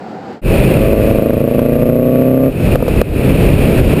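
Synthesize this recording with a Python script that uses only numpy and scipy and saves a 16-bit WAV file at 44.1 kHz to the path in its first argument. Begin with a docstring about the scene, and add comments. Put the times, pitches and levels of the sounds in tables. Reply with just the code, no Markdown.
"""Dull road noise inside a car at night; after a moment it cuts to a camera mounted outside, in the wind.
A four-cylinder exhaust, one pressure pulse and a puff of hiss per firing, pulls up through the revs,
shuts off and pops on the overrun as unburnt fuel goes off in the pipe. Behind it, wind and tyres rush,
the camera housing whistles and gusts buffet the microphone. The camera's limiter ducks the wind under
the exhaust, and its stepped sampling adds a thin fizz."""
import sys
import numpy as np
from scipy import signal
from scipy.fft import rfft, irfft, next_fast_len
from scipy.io import wavfile
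from scipy.ndimage import map_coordinates

SR = 44100
rng = np.random.default_rng(int(sys.argv[2]) if len(sys.argv) > 2 else 0)


def digitize_waveform(pressure):
    """Quantize a signal to 16-bit integers and store it at the path in sys.argv[1].

    Rows of a 2-D input are taken as channels; values are limited to [-1, 1].
    """
    field = np.atleast_2d(pressure).T
    bounded = np.clip(field, -1, 1)
    quanta = np.round(bounded * 32767).astype(np.int16)
    wavfile.write(sys.argv[1], SR, quanta)


N = 176400

# Engine speed: t/s, four-stroke cycle rate/Hz
CYCLE_RATE = [(.7, 25.782), (1.2, 26.977), (1.5, 28.153), (1.85, 29.856), (2.2, 31.797), (2.5, 33.3)]
# How hard the firings hit: t/s, level/dB
FIRING_LEVEL = [(.45, -8), (.7, -4), (.85, 3.5), (1.05, 5), (1.3, 12), (1.6, 12.5), (1.9, 14.5), (2.2, 14),
                (2.48, 16)]
# Cylinders in firing order: level/dB, lead/s, share of the lope (0-1)
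FIRING_ORDER = [(0, 0, 0), (1, .0001, .15), (-1.5, .0008, .9), (-1.5, .0008, 1)]
# How far the weak cylinders sag: t/s, level/dB
LOPE_DEPTH = [(.95, -0.5), (1.25, -7.5), (1.5, -10.5), (1.75, -4.5), (2, -1)]
# Resonances of the exhaust pipe: f/Hz, level/dB
PIPE_TONE = [(8, -62), (28, -24.5), (90, -9.5), (126, -7), (152, 4), (195, -9), (258, 3.5), (300, -4),
             (350, -8), (400, -6), (520, -0.5), (590, -4.5), (670, -7.5), (740, -28.5), (1020, -35.5),
             (1125, -23), (1190, -23.5), (1300, -41), (2000, -41), (4500, -60)]
# Firings that spit: t/s, hiss boost/dB
SPIT_ACCENTS = [(1.047, 10), (1.333, 15), (1.591, 20), (1.627, 12), (1.729, 18), (2.459, 15)]
# Colour of the gas hiss: f/Hz, level/dB
RASP_TONE = [(300, -22), (900, 0), (2000, -2), (5000, -23)]
# Overrun pops: t/s, peak level/dB, crack level within the pop/dB
OVERRUN_POPS = [(2.689, -1, -38), (2.7567, 12.5, -26), (2.8045, 0.5, -34), (2.8253, 7, -39),
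                (2.8652, 0, -36), (2.8807, 6, -20), (2.8868, -2, -32), (3.0154, 17.5, -28)]
# Pipe modes that a pop rings: f/Hz, level/dB, t60/s
POP_RING = [(248, -8, 0.024), (494, 2, 0.015), (623, -6.5, 0.0087), (863, -15.5, .012), (1190, -17, 0.015)]
# Colour of the wind and tyre rush: f/Hz, level/dB
RUSH_TONE = [(30, -41), (70, -12), (130, 1.5), (250, -3.5), (400, -5), (520, -8), (640, -12.5),
             (760, -20.5), (1000, -26), (1600, -28.5), (2100, -29), (3100, -38.5), (4200, -40.5),
             (5200, -48), (6000, -57.5)]
# Swell of the rush and the whistle: t/s, level/dB
AIRFLOW_LEVEL = [(.5, -7.5), (.7, -4.5), (.9, -11), (1.5, -8), (2.4, -6.5), (3.0, -8.5), (3.3, -6.5),
                 (4, -6.5)]
# Colour of the buffeting on the microphone: f/Hz, level/dB
BUFFET_TONE = [(10, -41), (22, -2.5), (36, 0.5), (70, -1.5), (120, -7), (200, -14), (350, -41),
               (900, -56.5)]
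# Gusts that drive the buffeting: t/s, level/dB
GUST_LEVEL = [(.48, -5), (.62, -8.5), (.73, -15), (.88, -11), (1.04, -8.5), (1.28, -11), (1.38, -4),
              (1.5, -16), (1.85, -5.5), (2.1, -12), (2.7, -7), (2.98, -10.5), (3.3, -9), (3.55, -8.5),
              (3.7, -13), (3.82, -7), (4, -15)]
# Colour of the road noise in the cabin: f/Hz, level/dB
CABIN_TONE = [(25, -42), (60, -22), (110, -10.5), (205, 0), (310, -3.5), (470, -4), (660, -8), (754, 0.5),
              (860, -8), (1080, -19), (1340, -16), (2370, -27), (3600, -33.5), (4650, -32.5), (6000, -43.5),
              (7500, -42.5), (9700, -55.5), (15000, -57)]
# Treble roll-off ahead of the sample and hold: f/Hz, level/dB
HOLD_ROLLOFF = [(5000, 0), (5600, -1.5), (6000, -8)]

FIRST_CYLINDER_S = 1.4409  # a moment when cylinder one fires
LIFT_S, LIFT_DB_PER_S, OVERRUN_DB = 2.483, 900, -8.5  # the throttle shuts
SCATTER_DB, JITTER_S = .8, .00003  # unevenness from firing to firing
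RASP_DB, RASP_RISE_S = -46, .0031  # gas hiss, relative to its firing
POP_RISE_S, CRACK_T60_S = .0018, .017
WHISTLE_HZ, WHISTLE_WIDTH_HZ, WHISTLE_DB = 2513, 336, -17.5  # level relative to the rush
RUSH_SWAY_DB, CABIN_SWAY_DB, CABIN_DB = .63, 1.3, -28
CABIN_FADE_S, CUT_S, OUTSIDE_FULL_S = .34, .414, .48
LIMIT_DB, ATTACK_S, RELEASE_DB_PER_S, KNEE = -1, .0013, 68, 12.3
HOLD_HZ, TOP_HZ = 12000, 15250


def exhaust():
    """Each firing sends a pressure pulse and a puff of hiss down the pipe; two weak cylinders lope."""
    t, cylinders = clock(), len(FIRING_ORDER)
    cycles = np.cumsum(curve(CYCLE_RATE, t)) / SR
    firing_phase = cylinders * (cycles - np.interp(FIRST_CYLINDER_S, t, cycles))
    firings = np.arange(np.ceil(firing_phase[0]) + 1, np.floor(firing_phase[-1]) - 1).astype(int)
    cylinder_db, lead_s, lope_share = np.array(FIRING_ORDER)[firings % cylinders].T
    jitter, scatter = rng.standard_normal((len(firings), 2)).T
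    onsets = np.interp(firings, firing_phase, t) - lead_s + JITTER_S * jitter
    lift_db = LIFT_DB_PER_S * np.maximum(onsets - LIFT_S, 0)
    effort_db = np.maximum(curve(FIRING_LEVEL, onsets) - lift_db, OVERRUN_DB)
    lope_db = lope_share * curve(LOPE_DEPTH, onsets)
    punch = amp(effort_db + cylinder_db + lope_db + SCATTER_DB * scatter)
    pulses = strike(onsets, punch, ring(PIPE_TONE))
    hiss = punch * amp(RASP_DB)
    for when, boost_db in SPIT_ACCENTS:
        hiss[np.abs(onsets - when).argmin()] *= amp(boost_db)
    puff_age = t[:SR // 10] / RASP_RISE_S
    puffs = strike(onsets, hiss, puff_age * np.exp(1 - puff_age))
    return puffs * noise(RASP_TONE) - pulses


def pops():
    """Unburnt fuel goes off in the pipe: a short hollow ring with a crack of noise on top."""
    track, t = np.zeros(N + SR), np.arange(SR // 10) / SR
    for when, peak_db, crack_db in OVERRUN_POPS:
        body = sum(amp(db - 60 * t / t60) * np.sin(2 * np.pi * hz * t) for hz, db, t60 in POP_RING)
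        crack = amp(crack_db - 60 * t / CRACK_T60_S) * rng.standard_normal(len(t))
        pop = (body + crack) * (1 - np.exp(-t / POP_RISE_S))
        track[round(when * SR):][:len(t)] -= amp(peak_db) * pop / np.abs(pop).max()
    return track[:N]


def wind():
    """A bed of wind and tyre rush, a breathy whistle from the housing, and low buffeting in gusts."""
    flow_db = curve(AIRFLOW_LEVEL, clock()) + RUSH_SWAY_DB * unit(wobble(7.9) + wobble(40))
    rush = amp(flow_db) * noise(RUSH_TONE)
    breath = unit(filtered(rng.standard_normal(N), housing_resonance))
    buffet = amp(curve(GUST_LEVEL, clock()) + 1.4 * wobble(13)) * noise(BUFFET_TONE)
    whistle = amp(WHISTLE_DB + flow_db + .99 * wobble(90)) * breath
    return rush + buffet + whistle


def housing_resonance(hz):
    """Wind rings the camera housing at one pitch: a band-pass with steepened skirts."""
    damping = 1j * hz * WHISTLE_WIDTH_HZ
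    band = damping / (WHISTLE_HZ ** 2 - hz ** 2 + damping)
    return band * np.abs(band) ** .3


def cabin():
    """Dull, gently wavering road noise heard from inside the car."""
    return amp(CABIN_DB + CABIN_SWAY_DB * wobble(20)) * noise(CABIN_TONE)


def limiter(x):
    """The gain ducks fast on peaks and creeps back; what slips through saturates."""
    over_db = np.maximum(20 * np.log10(np.abs(x) + 1e-9) - LIMIT_DB, 0)
    release_ramp = RELEASE_DB_PER_S * clock()
    duck_db = np.maximum.accumulate(over_db + release_ramp) - release_ramp
    attack_pole = np.exp(-1 / (ATTACK_S * SR))
    ducked = x * amp(-signal.lfilter([1 - attack_pole], [1, -attack_pole], duck_db))
    return ducked / (1 + np.abs(ducked) ** KNEE) ** (1 / KNEE)


def sample_and_hold(x):
    """Stepped sampling mirrors the sound weakly on both sides of the hold rate: a thin fizz."""
    smooth = filtered(x, lambda hz: colour(HOLD_ROLLOFF, hz) * (hz < HOLD_HZ / 2))
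    slope = filtered(smooth, lambda hz: 1j * hz)
    mirrored = slope * 2 * np.cos(2 * np.pi * HOLD_HZ * clock())
    fizz = filtered(mirrored, lambda hz: -1j / np.maximum(hz, HOLD_HZ / 2))
    return smooth + fizz


def amp(db):
    """Decibels to gain."""
    return 10 ** (np.asarray(db) / 20)


def unit(x):
    """Scale to rms 1."""
    return x / np.sqrt(np.mean(x ** 2) + 1e-20)


def clock():
    """The time of every sample."""
    return np.arange(N) / SR


def curve(rows, t):
    """An envelope: (t/s, value) points joined by straight lines."""
    return np.interp(t, *np.transpose(rows))


def colour(points, hz):
    """Gain of an EQ curve through (f/Hz, level/dB) points on a log axis."""
    f, db = np.transpose(points)
    return amp(np.interp(np.log(hz + 1), np.log(f + 1), db))


def wobble(rate):
    """A smooth random drift, rate knots a second."""
    return map_coordinates(rng.standard_normal(int(N * rate / SR) + 4), [clock() * rate])


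def filtered(x, response):
    """Pass x through a complex frequency response."""
    size = next_fast_len(N + SR // 2)
    return irfft(rfft(x, size) * response(np.fft.rfftfreq(size, 1 / SR)), size)[:N]


def noise(points):
    """Coloured noise of rms 1."""
    return unit(filtered(rng.standard_normal(N), lambda hz: colour(points, hz)))


def ring(points, size=8192):
    """Minimum-phase impulse response of an EQ curve, with peak 1."""
    cepstrum = irfft(np.log(colour(points, np.fft.rfftfreq(size, 1 / SR))))
    cepstrum[1:size // 2] *= 2
    cepstrum[size // 2 + 1:] = 0
    impulse = irfft(np.exp(rfft(cepstrum)))
    return impulse / np.abs(impulse).max()


def strike(onsets, gains, shape):
    """Trigger one shape at every onset, each with its own gain."""
    samples = np.clip(onsets * SR, 0, N - 1).astype(int)
    return signal.fftconvolve(np.bincount(samples, gains, N), shape)[:N]


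def scene():
    """The cabin fades out, then exhaust and wind fade in through the camera's limiter and fizz."""
    t = clock()
    inside = cabin() * np.interp(t, [CABIN_FADE_S, CUT_S], [1, 0])
    outside = sample_and_hold(limiter(exhaust() + pops() + wind()))
    fade_in = np.interp(t, [CUT_S, OUTSIDE_FULL_S], [0, 1])
    return (inside + outside * fade_in)[None]


def record(dry):
    """A steep low-pass takes the very top off the mix."""
    return filtered(dry[0], lambda hz: 1 / np.sqrt(1 + (hz / TOP_HZ) ** 200))[None]


dry = scene()
out = record(dry)
digitize_waveform(out)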